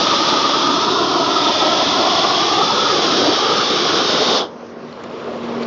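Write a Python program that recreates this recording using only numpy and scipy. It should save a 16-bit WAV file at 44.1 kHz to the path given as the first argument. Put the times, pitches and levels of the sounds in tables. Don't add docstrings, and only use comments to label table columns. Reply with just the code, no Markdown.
import sys
import numpy as np
from scipy import signal
from scipy.io import wavfile
from scipy.ndimage import uniform_filter1d, map_coordinates

SR = 44100
rng = np.random.default_rng(int(sys.argv[2]) if len(sys.argv) > 2 else 0)


def gain_from_db(level_db):
    decades = np.asarray(level_db, float) / 20
    return 10 ** decades


def generate_wav(signal):
    frames = np.transpose(np.atleast_2d(signal))
    scaled = np.clip(frames, -1, 1) * 32767
    pcm = np.round(scaled).astype(np.int16)
    wavfile.write(sys.argv[1], SR, pcm)


N = 249606

FRAME, HOP = 1024, 256
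HZ = np.fft.rfftfreq(FRAME, 1 / SR)[:, None]
TIME = np.arange(N // HOP + 5) * HOP / SR

# frequency in Hz, relative level in dB per Hz.
WASH_SPECTRUM = [(15, -76.5), (35, -64), (120, -23), (200, -18), (280, -17.5), (400, -13.5), (520, -20),
                 (650, -18), (770, -22.5), (1090, -18.5), (1800, -31), (2390, -33.5), (5620, -38.5),
                 (7300, -59.5), (9490, -74)]
# time in seconds, change in dB.
WASH_TREBLE = [(4.45, -3.5), (4.53, -3.5), (4.62, 1), (4.7, 0), (4.77, -1), (4.83, 0), (4.88, 1), (5.0, -1),
               (5.2, -0.5), (5.3, -2), (5.5, 0.5), (5.6, 2)]
# centre in seconds, height in dB, half-width in seconds.
WASH_SWELLS = [(4.75, -0.5, .08), (5.2, 3, .05), (5.34, 3.5, 0.07)]
WASH_DB = -35.5
WASH_TILT_DB, WASH_LATE_TILT_DB, WASH_DULLS_S = -1.3, -0.3, 5.35
SWELL_BASE_DB, SWELL_HZ, SWELL_OCTAVES = 4.5, 500, .38

# time in seconds, level of the lower tone in dB.
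HUM_LEVEL = [(4.3, -50), (4.5, -42.5), (4.7, -41), (4.88, -42), (5.0, -46), (5.2, -47), (5.34, -41),
             (5.44, -38), (5.66, -37.5)]
HUM_HZ, HUM_WANDER_HZ = 235.7, .12
HUM_OCTAVE_DB, HUM_WAVER_DB = -10, .3

# time in seconds, level in dB before gusts.
RUSTLE_LEVEL = [(4.75, -71), (4.9, -53), (5.0, -52), (5.15, -50.5), (5.3, -50), (5.5, -50), (5.58, -53),
                (5.66, -54)]
RUSTLE_HZ, RUSTLE_WIDTH_HZ, RUSTLE_GRAINS_PER_S = 2700, 2400, 9000
RUSTLE_SPREAD_DB, RUSTLE_GUST_DB = 2, 0.9

# start in seconds, level in dB before its fades, centre in Hz, width in Hz,
# rise in seconds, time to fall 60 dB in seconds.
BOOT_SCUFF = (5.617, -41.5, 2200, 2400, .01, .09)
# start in seconds, peak in dB, centre in Hz, width in Hz,
# time to fall 60 dB in seconds before the band filter.
GEAR_TICKS = [(4.9275, -32, 2400, 3000, .003), (4.927, -37, 4250, 400, .014),
              (5.038, -23.5, 3300, 6600, .002), (5.0415, -24, 1300, 2200, .005),
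              (5.2795, -23, 560, 320, .022), (5.292, -25, 480, 350, .025), (5.32, -27, 520, 300, .03),
              (5.336, -25.5, 480, 350, .03), (5.359, -26.5, 600, 250, .03), (5.6325, -37, 4350, 500, .025)]

# time in seconds, level in dB.
PILOT_LEVEL = [(4.45, -69), (4.52, -58.5), (4.62, -61), (4.7, -59), (4.76, -71)]
PILOT_HZ, PILOT_WIDTH_HZ = 5600, 1800

# frequency in Hz, relative level in dB per Hz.
ROAR_SPECTRUM = [(15, -56.5), (40, -45.5), (70, -44), (130, -11.5), (215, -3.5), (320, 0.7), (470, 1),
                 (650, -0.5), (900, -1), (1100, -1.5), (1265, 2.5), (1355, -4), (1455, -8.5), (1810, -26.5),
                 (2350, -38.5), (3970, -120)]
# frequency in Hz, relative level in dB per Hz.
EDGE_SPECTRUM = [(880, -27), (1500, -8.5), (1680, 0.5), (2340, -1.5), (3000, -6), (3900, -25.5),
                 (6600, -120)]
# frequency in Hz, relative level in dB per Hz.
HISS_SPECTRUM = [(1590, -44), (2700, -11.5), (3400, -3), (4340, -7), (5340, -6), (5800, -11.5), (6360, -18),
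                 (7300, -34.5), (9490, -51)]
# time in seconds, centre in Hz before waver and sag.
CUP_WHISTLE = [(0.0, 3610), (0.62, 3320), (0.91, 3800), (1.1, 3390), (1.45, 3520), (1.7, 3350), (2.1, 3390),
               (2.45, 3390), (2.8, 3530), (3.45, 3310), (3.62, 3470), (3.92, 3370), (4.1, 3760),
               (4.28, 3580), (4.36, 3400)]
CUP_WIDTH_HZ, CUP_WAVER_HZ = 280, 30
# time in seconds, roar level in dB, roar brightness in dB per octave,
# treble level in dB, cup whistle level in dB.
BURN_CHANGES = [(0, -2, 0, 1, 0), (.45, -1.8, 0.5, -0.5, -1.5), (1.0, -1.1, -0.5, -2.5, -4),
                (1.2, 0, -0.9, -2.5, -16), (1.4, -0.5, -0.7, -0.5, 3), (1.6, -0.5, -1, 0, 1.5),
                (2.0, 0, -1.5, 0, 0), (2.4, 0, -0.5, 0, -1), (2.75, -1, 0.5, -0.5, 0),
                (3.2, 0.5, 1.5, 1.5, -4.5), (3.45, -0.5, 2, -0.5, 0), (3.85, -0.5, 0.5, 0.5, -0.5),
                (4.1, 1, 2, 1, -5), (4.38, 1, 2.5, 2, 1)]
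# time in seconds, then changes in dB of the roar's low lump,
# its body, its upper body and its ring.
FLAME_SURGES = [(0, -0.5, 0.5, 3, 0.5), (.6, 1, -1, 0.5, 1), (.9, 2, -1, -0.5, 1), (1.5, -1.5, 1.5, 2, 2.5),
                (2.1, -3.5, 1, 1, 2), (2.5, -3, 2, 0, -0.5), (2.7, -4, 3.5, 0, -1.5), (2.9, 2, 4, -3.5, -1),
                (3.05, -0.5, 4, 2.5, -1.5), (3.2, 1, -1.5, 0.5, 0.5), (3.33, 2, 1, 0.5, -3.5),
                (3.5, -1.5, 3, -2.5, -2), (3.7, 0, 1.5, -2, -3), (3.9, 1.5, -0.5, -1, 0),
                (4.1, -2, -0.5, -3.5, -1), (4.3, 0, 0, -1.5, -2), (4.42, -2.5, 2.5, -2, -4)]
SURGE_HZ, SURGE_OCTAVES = (358, 566, 780, 1250), (0.5, 0.12, 0.23, 0.26)
FLUTTER_DB = 1.2
ROAR_DB, HISS_DB, CUP_DB, EDGE_DB = -16.5, -20.5, -27, -30
EDGE_FOLLOWS = 2.4

CUT_S, STOP_S = 4.385, 4.56
ROAR_FALL, HISS_FALL, CUP_FALL, EDGE_FALL = 106, 315, 380, 290
ROAR_COLLAPSE = 730
DULLS_PER_S = 32
CUP_HOLD_S, CUP_SAG_HZ_PER_S = .04, 250

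# time in seconds, extra path off the roof in ms, its strength from 0 to 1,
# extra path off the cylinder in ms, its strength from 0 to 1.
FLAME_PATHS = [(0, 3.27, .3, .7, .27), (.2, 3.26, .36, .75, .25), (.55, 3.31, .3, .78, .33),
               (.68, 3.22, .48, .8, .38), (.85, 3.0, .5, .79, .44), (1.07, 2.84, .55, .8, .3),
               (1.43, 3.09, .66, .82, .1), (1.6, 3.05, .52, 1.3, .2), (2.2, 2.8, .62, 1.1, .18),
               (2.55, 2.54, .64, .96, .26), (2.72, 2.3, .3, .8, .36), (2.87, 2.25, .46, .72, .33),
               (3.02, 2.71, .42, .56, .38), (3.17, 3.15, .18, .5, .45), (3.3, 3.0, .15, .5, .35),
               (3.42, 2.45, .4, .6, .3), (3.55, 2.4, .3, .6, .38), (3.82, 2.74, .33, .64, .36),
               (3.92, 2.7, .2, .52, .4), (4.1, 2.65, .2, .45, .45), (4.5, 2.7, .2, .41, .35)]
# time in seconds, extra path off the roof in ms, its strength from 0 to 1,
# extra path off the cylinder in ms, its strength from 0 to 1.
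JET_PATHS = [(0, 3.8, .1, 1.2, .05), (.5, 3.8, .05, 1.24, .06), (.69, 3.65, .06, 1.19, .17),
             (1.0, 3.45, .07, 1.1, .13), (1.28, 3.58, .17, 1.5, .06), (1.58, 3.62, .23, 1.69, .14),
             (1.88, 3.5, .2, 1.9, .06), (2.25, 3.44, .19, 2, .1), (2.47, 3.31, .14, 1.6, .04),
             (2.7, 3.04, .14, 1.16, .14), (2.95, 2.8, .05, 1.25, .1), (3.35, 3, .04, 1.29, .17),
             (3.65, 3.3, .06, 1.36, .2), (3.9, 3.5, .1, 1.23, .19), (4.15, 3.5, .05, 1.35, .16)]
SECOND_BOUNCE = .4

LOUD_DB, RECOVER_DB_PER_S, CEILING = -18, 11, .71


def evened(x):
    return x / np.sqrt(np.mean(x ** 2) + 1e-20)


def smooth_noise(size):
    return evened(uniform_filter1d(rng.standard_normal(len(TIME)), size=size))


def colour(points):
    hz, db = np.transpose(points)
    gain = gain_from_db(np.interp(np.log(HZ + 1), np.log(hz + 1), db))
    return gain / np.linalg.norm(gain)


def curves(rows, t):
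    seconds, *columns = np.transpose(rows)
    return [np.interp(t, seconds, column) for column in columns]


def turbulence(gain, patchy_db, flicker_db):
    real, imaginary, patches = rng.standard_normal((len(TIME), len(HZ), 3)).T
    patches = uniform_filter1d(patches, size=12, axis=0)
    patches = evened(uniform_filter1d(patches, size=12, axis=1))
    flicker = smooth_noise(3)
    spectrum = (real + 1j * imaginary) * gain * gain_from_db(patchy_db * patches + flicker_db * flicker)
    noise = signal.istft(spectrum, nperseg=FRAME, noverlap=FRAME - HOP)[1][:N]
    return noise * np.sqrt(3 / 2)


def band(x, hz, width_hz):
    edges = np.clip([hz - width_hz / 2, hz + width_hz / 2], 200, SR / 2.2)
    return signal.sosfilt(signal.butter(2, edges, "bandpass", fs=SR, output="sos"), x)


def grit(per_s, spread_db):
    chance, size, sign = rng.random(N), rng.exponential(1, N), rng.standard_normal(N)
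    snaps = chance < per_s / SR
    return snaps * gain_from_db(spread_db * np.minimum(size, 4)) * sign


def echoes(x, table):
    now = np.arange(N)
    roof_ms, roof, cylinder_ms, cylinder = curves(table, now / SR)
    paths = (roof_ms, roof), (2 * roof_ms, SECOND_BOUNCE * roof ** 2), (cylinder_ms, cylinder)
    total, power = x, 1
    for ms, strength in paths:
        total = total + strength * map_coordinates(x, [now - ms * SR / 1000], order=3)
        power = power + strength ** 2
    return total / np.sqrt(power)


def distance():
    late = (1 + np.tanh((TIME - WASH_DULLS_S) / 0.066)) / 2
    tilt_db = WASH_TILT_DB + WASH_LATE_TILT_DB * late
    shape_db = tilt_db * np.log2(np.clip(HZ, 500, 8000) / 500)
    shape_db = shape_db + curves(WASH_TREBLE, TIME)[0] * np.clip(np.log2((HZ + 1) / 1500), 0, 1)
    swell_db = SWELL_BASE_DB
    for s, db, width in WASH_SWELLS:
        swell_db = swell_db + db * np.exp(-((TIME - s) / width) ** 2)
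    shape_db = shape_db + swell_db * np.exp(-(np.log2((HZ + 1) / SWELL_HZ) / SWELL_OCTAVES) ** 2)
    return turbulence(colour(WASH_SPECTRUM) * gain_from_db(WASH_DB + shape_db), patchy_db=1.3, flicker_db=0.5)


def hum():
    level_db, = curves(HUM_LEVEL, np.arange(N) / SR)
    first, second, drift = (evened(uniform_filter1d(v, size=3000)) for v in rng.standard_normal((3, N)))
    phase = 2 * np.pi * np.cumsum(HUM_HZ + HUM_WANDER_HZ * drift) / SR
    lower = gain_from_db(HUM_WAVER_DB * first) * np.sin(phase)
    octave = gain_from_db(HUM_OCTAVE_DB + 2 * HUM_WAVER_DB * second) * np.sin(2 * phase)
    return np.sqrt(2) * gain_from_db(level_db) * (lower + octave)


def rustle():
    level_db, = curves(RUSTLE_LEVEL, np.arange(N) / SR)
    level_db = level_db + RUSTLE_GUST_DB * evened(uniform_filter1d(rng.standard_normal(N), size=2500))
    crackle = band(grit(RUSTLE_GRAINS_PER_S, RUSTLE_SPREAD_DB), RUSTLE_HZ, RUSTLE_WIDTH_HZ)
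    return gain_from_db(level_db) * evened(crackle)


def scuff():
    s, db, hz, width_hz, rise, t60 = BOOT_SCUFF
    t = np.maximum(np.arange(N) / SR - s, 0)
    shape = np.minimum(t / rise, 1) * gain_from_db(-60 * np.maximum(t - rise, 0) / t60)
    return gain_from_db(db) * shape * evened(band(grit(per_s=12000, spread_db=1.5), hz, width_hz))


def ticks():
    out = np.zeros(N)
    t = np.arange(1000) / SR
    for s, db, hz, width_hz, t60 in GEAR_TICKS:
        noise = rng.standard_normal(len(t))
        tick = band((6 * (t == 0) + noise) * gain_from_db(-60 * t / t60), hz, width_hz)
        out[round(s * SR):][:len(t)] += gain_from_db(db) * tick / abs(tick).max()
    return out


def pilot():
    level_db, = curves(PILOT_LEVEL, TIME)
    lit = TIME < PILOT_LEVEL[-1][0]
    shape = np.exp(-(2 * (HZ - PILOT_HZ) / PILOT_WIDTH_HZ) ** 2)
    shape = shape / np.linalg.norm(shape)
    return turbulence(shape * gain_from_db(level_db) * lit, patchy_db=2, flicker_db=1)


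def flame_roar(roar_db, brightness, after, burning):
    brightness = brightness - DULLS_PER_S * np.minimum(after, STOP_S - CUT_S)
    tilt = gain_from_db(brightness * np.log2((HZ + 30) / 600))
    roar_db = ROAR_DB + roar_db - ROAR_FALL * after - ROAR_COLLAPSE * after ** 2
    for hz, octaves, surge_db in zip(SURGE_HZ, SURGE_OCTAVES, curves(FLAME_SURGES, TIME)):
        roar_db = roar_db + surge_db * np.exp(-(np.log2((HZ + 1) / hz) / octaves) ** 2)
    flutter = uniform_filter1d(rng.standard_normal((len(TIME), len(HZ))), size=3, axis=0)
    flutter = uniform_filter1d(flutter, size=14, axis=1)
    roar_db = roar_db + FLUTTER_DB * evened(flutter.T)
    gain = colour(ROAR_SPECTRUM) * tilt * gain_from_db(roar_db) * burning
    return turbulence(gain, patchy_db=0.7, flicker_db=0.7)


def gas_jet(treble_db, whistle_db, after, burning):
    hiss = colour(HISS_SPECTRUM) * gain_from_db(HISS_DB + treble_db - HISS_FALL * after)
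    cup_hz = curves(CUP_WHISTLE, TIME)[0] - CUP_SAG_HZ_PER_S * after
    cup_hz = cup_hz + CUP_WAVER_HZ * smooth_noise(14)
    cup = 1 / (1 + (2 * (HZ - cup_hz) / CUP_WIDTH_HZ) ** 2)
    cup_db = CUP_DB + whistle_db - CUP_FALL * np.maximum(after - CUP_HOLD_S, 0)
    whistle = cup / np.linalg.norm(cup, axis=0) * gain_from_db(cup_db)
    edge_db = EDGE_DB + EDGE_FOLLOWS * np.minimum(treble_db, 0) - EDGE_FALL * after
    edge = colour(EDGE_SPECTRUM) * gain_from_db(edge_db)
    gain = np.sqrt(hiss ** 2 + whistle ** 2 + edge ** 2)
    return turbulence(gain * burning, patchy_db=0.5, flicker_db=0.45)


def torch():
    roar_db, brightness, treble_db, whistle_db = curves(BURN_CHANGES, TIME)
    after = np.maximum(TIME - CUT_S, 0)
    burning = TIME < STOP_S
    roar = flame_roar(roar_db, brightness, after, burning)
    jet = gas_jet(treble_db, whistle_db, after, burning)
    return echoes(roar, FLAME_PATHS) + echoes(jet, JET_PATHS)


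def scene():
    background = distance() + hum()
    worker = rustle() + scuff() + ticks()
    return (background + worker + pilot() + torch())[None]


def roll_off(x):
    return signal.sosfilt(signal.butter(12, 7450, fs=SR, output="sos"), x)


def record(dry):
    power_db = 10 * np.log10(abs(uniform_filter1d(dry[0] ** 2, size=6000, origin=2999)) + 1e-12)
    climb = np.arange(N) * RECOVER_DB_PER_S / SR
    held_db = np.maximum.accumulate(power_db + climb) - climb
    gain_db = uniform_filter1d(np.maximum(LOUD_DB - held_db, 0), size=2000)
    lowpass = signal.firwin(401, 7450, window=("kaiser", 10), fs=SR)[None]
    narrow = signal.oaconvolve(dry * gain_from_db(gain_db), lowpass, "same")
    mix = np.clip(narrow, -CEILING, CEILING)
    return roll_off(mix)


dry = scene()
out = record(dry)
generate_wav(out)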